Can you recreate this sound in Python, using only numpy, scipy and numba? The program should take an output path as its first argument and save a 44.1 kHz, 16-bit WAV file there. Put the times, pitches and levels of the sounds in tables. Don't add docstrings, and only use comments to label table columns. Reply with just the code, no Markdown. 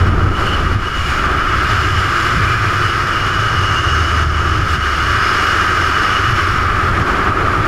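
import sys
import numpy as np
from scipy import signal
from scipy.fft import rfft, irfft, next_fast_len
from scipy.io import wavfile
from scipy.ndimage import uniform_filter1d, minimum_filter1d, map_coordinates
from numba import njit

SR = 44100
rng = np.random.default_rng(int(sys.argv[2]) if len(sys.argv) > 2 else 0)


def waveform_to_disk(signal):
    frames = np.transpose(np.atleast_2d(signal))
    scaled = np.clip(frames, -1, 1) * 32767
    samples = np.round(scaled).astype(np.int16)
    wavfile.write(sys.argv[1], SR, samples)


N = 338247
T = np.arange(N) / SR

# frequency_hz, relative_db
BUFFET_SPECTRUM = [(8, -5), (20, -10), (40, -7.5), (56, -5.5), (75, -11.5), (130, -16)]
# time_s, relative_db
BUFFET_RIDE = [(0.0, -19), (0.9, -24), (1.1, -20.5), (2.4, -29), (3.55, -27), (4.3, -28), (4.55, -24.5),
               (5.5, -31), (5.7, -28), (6.4, -29), (6.6, -23.5), (7.65, -25)]
# offset_hz, relative_db
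THROB_SPECTRUM = [(2, 3), (13, 1), (24, -7.5), (40, -8), (65, -15), (95, -60)]
# time_s, relative_db
THROB_RIDE = [(0.0, -14.5), (1.0, -25), (2.0, -15), (2.15, -22), (2.45, -17), (3.2, -22.5), (3.4, -17.5),
              (3.8, -20.5), (4.2, -15), (5.05, -19.5), (5.4, -24.5), (6.8, -18.5), (7.1, -21), (7.65, -25)]
# time_s, rate_hz
SHEDDING_RATE = [(0, 82), (1.3, 72), (1.95, 95), (3.4, 103), (4.6, 90), (7.67, 84)]
# middle_s, depth_db
THROB_LULLS = [(.35, 10), (.92, 13), (1.44, 18), (2.92, 7), (3.78, 2), (4.69, 7), (6.4, 4), (7.1, 16),
               (7.38, 7)]
# frequency_hz, relative_db
WAKE_SPECTRUM = [(100, -24), (170, -2.5), (235, -5), (310, 0.5), (365, 4.5), (420, -1), (500, -5.5),
                 (680, -5.5), (900, -7), (1100, -4), (2000, -47)]
# time_s, relative_db
WAKE_RIDE = [(0.0, -23), (0.15, -21.5), (0.8, -27.5), (1.0, -32.5), (1.3, -23), (1.45, -28.0), (4.6, -27.5),
             (4.85, -30), (5.4, -26.0), (6.7, -27.5), (7.05, -21.5), (7.65, -23.0)]
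# time_s, flow_db
AIRFLOW_RIDE = [(0.0, -2), (0.2, -5), (0.5, -2.5), (0.95, -2.5), (1.15, -0.5), (1.45, -2), (1.7, 1),
                (2.6, 0.5), (4.25, 0), (4.4, -2), (5.25, 2.0), (6.45, 1.0), (6.7, -3), (7.0, -1),
                (7.35, -4), (7.65, -3.0)]
# time_s, head_on_db
HEAD_ON_RIDE = [(0, -19), (1.4, -17), (1.85, -10), (2.55, -15), (2.95, -10), (3.85, -0.5), (4.8, -8),
                (6.25, -7), (6.7, -25), (7.67, -29)]
# frequency_hz, relative_db
RUSH_SPECTRUM = [(900, -12), (1300, -4), (1580, 4.5), (1800, 0), (2000, -2), (2250, -4), (2420, -5),
                 (2620, -8.5), (3100, -14), (3450, -18), (3800, -21), (6000, -38)]
# pitch_hz, width_hz, relative_db
SIZZLE_MODES = [(4370, 330, -3), (5014, 470, 1), (5490, 250, 1.5), (6190, 230, -6.5), (6400, 300, -10)]
# frequency_hz, relative_db
HISS_SPECTRUM = [(1500, -5), (3400, 4.5), (3800, -2.5), (4350, 0.5), (5550, -4), (5900, -6.5), (7100, -6.5),
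                 (7750, -12), (8100, -12), (8550, -14.5), (9100, -12.5), (9600, -13), (10000, -15),
                 (10500, -14.5), (11800, -17.5), (12800, -20), (13700, -20.5), (15000, -30)]
# middle_s, length_s, boost_db
HISS_FLARES = [(.03, 0.07, 0), (.44, .2, 3), (1.08, 0.17, 2), (2.3, .3, 1), (4.72, 0.056, 4.5),
               (5.5, .15, 1.5)]
# pitch_hz, width_hz, relative_db
CAVITY_MODES = [(1180, 165, -4), (1266, 135, 0), (1355, 190, -4.5)]
# time_s, relative_db
HOWL_RIDE = [(0.0, -20), (0.75, -21), (1.05, -24), (1.25, -16.5), (1.95, -19.5), (2.1, -18.0), (5.05, -19),
             (5.2, -16.5), (7.65, -17.0)]
# pitch_hz, width_hz, relative_db
SHRILL_EDGE_MODES = [(6180, 320, -2), (6520, 260, -5.5), (7000, 360, -7), (8100, 250, -11),
                     (9100, 500, -15)]
# middle_s, length_s, thump_db, duck_db
BIG_GUSTS = [(0.106, 0.1502, -14, 4), (0.273, 0.1102, -13, 4.5), (.665, 0.046, -14, 2),
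             (0.751, .08, -13.5, 5.5), (1.574, 0.048, -22, 0), (2.37, .06, -21, 1.5),
             (2.547, 0.044, -30, 2), (4.238, .12, -29, 4.5), (4.618, 0.059, -30, 1.5),
             (4.762, 0.042, -20, 4), (6.312, 0.051, -18, 2), (6.55, 0.0774, -22, -0.5),
             (6.9, 0.044, -19, 2), (7.011, .06, -21, 3.5), (7.307, .05, -19, 1.5), (7.421, 0.066, -23, 0),
             (7.598, 0.04, -16, 2)]
# middle_s, length_s, pitch_hz, width_hz, level_db
PIPING_CUES = [(0.375, 0.049, 2910, 100, -24.5), (.47, .12, 9700, 700, -56), (.51, 0.09, 2920, 220, -25),
               (.5, .12, 4340, 250, -44), (.98, 0.34, 2894, 120, -30.5), (1.1, 0.31, 6860, 800, -45),
               (1.098, 0.15, 2370, 200, -33), (1.68, .2, 3500, 400, -41), (2.1, .8, 7200, 350, -47),
               (2.196, .15, 2880, 120, -34), (2.52, 0.33, 2390, 160, -28), (2.91, .08, 2920, 110, -29),
               (3.744, 0.31, 2866, 109.4, -26), (5.25, .2, 5050, 400, -35), (6.163, 0.047, 2883, 110, -24),
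               (6.26, 0.066, 2950, 109.8, -30), (6.5, 0.31, 5490, 250, -41)]
# middle_s, length_s, pitch_hz
DRONE_CUES = [(4.24, 0.79, 77.8), (4.93, 0.44, 71.7)]


def undb(db):
    return 10 ** (np.asarray(db) / 20)


def unit(x):
    return x / np.sqrt(np.mean(x ** 2))


def ride(table):
    return np.interp(T, *np.transpose(table))


def swell(middle_s, length_s):
    return np.exp2(-np.minimum((2 * (T - middle_s) / length_s) ** 2, 64))


def walk(rate_hz):
    hold = max(int(SR / rate_hz), 1)
    steps = np.repeat(rng.standard_normal(N // hold + 2), hold)
    return unit(uniform_filter1d(uniform_filter1d(steps, hold), hold)[:N])


def noise(gain_at):
    size = 2 * next_fast_len(N // 2 + 1)
    hz = np.maximum(np.arange(size // 2 + 1) * SR / size, 1)
    return unit(irfft(rfft(rng.standard_normal(size)) * gain_at(hz))[:N])


def coloured(spectrum):
    points_hz, db = np.transpose(spectrum)

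    def gain_at(hz):
        skirts = np.minimum(hz / points_hz[0], 1) * np.minimum(points_hz[-1] / hz, 1) ** 2
        return undb(np.interp(np.log(hz), np.log(points_hz), db)) * skirts
    return noise(gain_at)


def ringing(modes):
    def gain_at(hz):
        peaks = (undb(db) / (1 + ((hz / f - f / hz) * f / width) ** 2) for f, width, db in modes)
        return np.sqrt(sum(peak ** 2 for peak in peaks))
    return noise(gain_at)


def steadied(x, span_s):
    power = uniform_filter1d(np.abs(x) ** 2, size=max(int(span_s * SR), 1))
    return x / np.sqrt(power + 1e-9)


def waver(x, depth, rate_hz):
    playhead = np.cumsum(1 + depth * walk(rate_hz))
    return map_coordinates(x, [playhead], order=3, mode="mirror")


def buffet(thump):
    gain = np.hypot(undb(ride(BUFFET_RIDE) + 1), thump * undb(-6))
    return gain * steadied(coloured(BUFFET_SPECTRUM), span_s=0.144)


def throb(throb_db, gustiness, gust_rise_hz=15, flutter_db=1.9):
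    lull_db = sum(depth_db * swell(s, length_s=0.074) for s, depth_db in THROB_LULLS)
    gain = undb(throb_db - lull_db + flutter_db * walk(11))
    shed_hz = ride(SHEDDING_RATE) + gust_rise_hz * gustiness
    phase = 2 * np.pi * np.cumsum(shed_hz) / SR
    swirl = steadied(coloured(THROB_SPECTRUM) + 1j * coloured(THROB_SPECTRUM), span_s=0.065)
    loose = np.sqrt(2) * np.real(swirl * np.exp(1j * phase))
    tone, locked_share = drone()
    return gain * (np.sqrt(np.clip(1 - locked_share, 0, 1)) * loose + tone)


def churn(throb_db):
    wake_db = ride(WAKE_RIDE)
    boom = steadied(coloured(WAKE_SPECTRUM), span_s=0.14) * undb(0.67)
    breakup_db = 0.5 * (wake_db - wake_db.max()) + 0.34 * (throb_db - throb_db.max())
    thud = ringing([(178, 120, -2.5), (312, 53, 0)]) * undb(breakup_db - 2.5)
    return undb(wake_db) * (boom + thud)


def rush(rush_db):
    return coloured(RUSH_SPECTRUM) * undb(rush_db)


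def sizzle(flow_db, facing_db):
    return ringing(SIZZLE_MODES) * undb(-38.5 + 1.3 * flow_db + 0.24 * facing_db)


def hiss(flow_db, facing_db, grain_db=0.96):
    flare_db = sum(db * swell(s, length_s) for s, length_s, db in HISS_FLARES)
    level_db = -33 + 1.36 * flow_db - 0.099 * facing_db + flare_db
    return coloured(HISS_SPECTRUM) * undb(level_db + grain_db * walk(1500))


def howl(howl_db):
    tone = waver(ringing(CAVITY_MODES), depth=0.00512, rate_hz=12)
    return undb(howl_db - 0.42) * steadied(tone, span_s=0.087)


def overblown(rush_db, flow_db, facing_db, blown_db):
    drive_db = 0.54 * flow_db + 0.19 * facing_db + 0.38 * np.minimum(blown_db, 0)
    return ringing([(1520, 290, 0)]) * undb(rush_db - 2.5 + drive_db)


def whistle(flow_db, head_on_db, pitch_hz=2907, flicker_db=1.5):
    tone = waver(ringing([(pitch_hz, 120, 0), (pitch_hz, 330, -9)]), depth=0.005, rate_hz=22)
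    level_db = -27.5 + 0.42 * (flow_db + head_on_db)
    return steadied(tone, span_s=0.086) * undb(level_db + flicker_db * walk(16))


def shrill(head_on_db):
    return ringing(SHRILL_EDGE_MODES) * undb(-40 + head_on_db)


def airstream():
    flow_db, head_on_db, howl_db = ride(AIRFLOW_RIDE), ride(HEAD_ON_RIDE), ride(HOWL_RIDE)
    facing_db = head_on_db - head_on_db.mean()
    blown_db = howl_db - howl_db.mean()
    rush_db = -22.5 + 0.87 * flow_db + 0.52 * blown_db - 0.13 * facing_db
    bed = rush(rush_db) + sizzle(flow_db, facing_db) + hiss(flow_db, facing_db)
    cavity = howl(howl_db) + overblown(rush_db, flow_db, facing_db, blown_db)
    edges = whistle(flow_db, head_on_db) + pipings() + shrill(head_on_db)
    return bed + cavity + edges


def gusts(duck_lag_s=0.029, duck_attack_s=0.042):
    thump = duck_db = gustiness = 0
    for middle_s, length_s, thump_db, depth_db in BIG_GUSTS:
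        blow = swell(middle_s, length_s)
        thump += undb(thump_db) * blow
        gustiness += blow
        deepest_s = middle_s + duck_lag_s
        duck_db += depth_db * swell(deepest_s, np.where(T < deepest_s, duck_attack_s, length_s))
    return thump, duck_db, gustiness


def gust_thud(thump):
    return ringing([(194, 103, 0)]) * thump * undb(-12.5)


def pipings():
    pipes = sum(undb(db) * swell(middle_s, length_s) * ringing([(pitch_hz, width_hz, 0)])
                for middle_s, length_s, pitch_hz, width_hz, db in PIPING_CUES)
    return waver(pipes, depth=0.005, rate_hz=18)


def drone(grip=0.92, max_share=0.78):
    tone = locked_share = 0
    for middle_s, length_s, pitch_hz in DRONE_CUES:
        share = np.minimum(grip * swell(middle_s, length_s) ** 2, max_share)
        phase = 2 * np.pi * np.cumsum(pitch_hz * (1 + 0.012 * walk(24.7))) / SR
        tone += np.sqrt(2 * share) * np.sin(phase)
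        locked_share += share
    return tone, locked_share


def scene():
    thump, duck_db, gustiness = gusts()
    throb_db = 20 * np.log10(np.hypot(undb(ride(THROB_RIDE) - 0.7), thump))
    low_end = buffet(thump) + throb(throb_db, gustiness) + gust_thud(thump)
    wake = churn(throb_db)
    shake_db = 0.6 * walk(45)
    roar = undb(shake_db - duck_db) * (wake + airstream())
    return (low_end + roar)[None]


@njit
def peak_follower(x, release):
    out, held = np.empty(len(x)), 0.
    for i in range(len(x)):
        held = max(abs(x[i]), held * release)
        out[i] = held
    return out


def limiter(x, ceiling_db, release_s):
    held = peak_follower(x, np.exp(-1 / (release_s * SR)))
    gain = 1 / np.maximum(held / undb(ceiling_db), 1)
    return x * uniform_filter1d(minimum_filter1d(gain, size=128), size=128)


def record(dry):
    limited = limiter(dry[0], ceiling_db=-2.5, release_s=0.11)
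    high_cut = signal.ellip(10, 0.2, 80, 15200, fs=SR, output="sos")
    return signal.sosfilt(high_cut, limited)[None]


dry = scene()
out = record(dry)
waveform_to_disk(out)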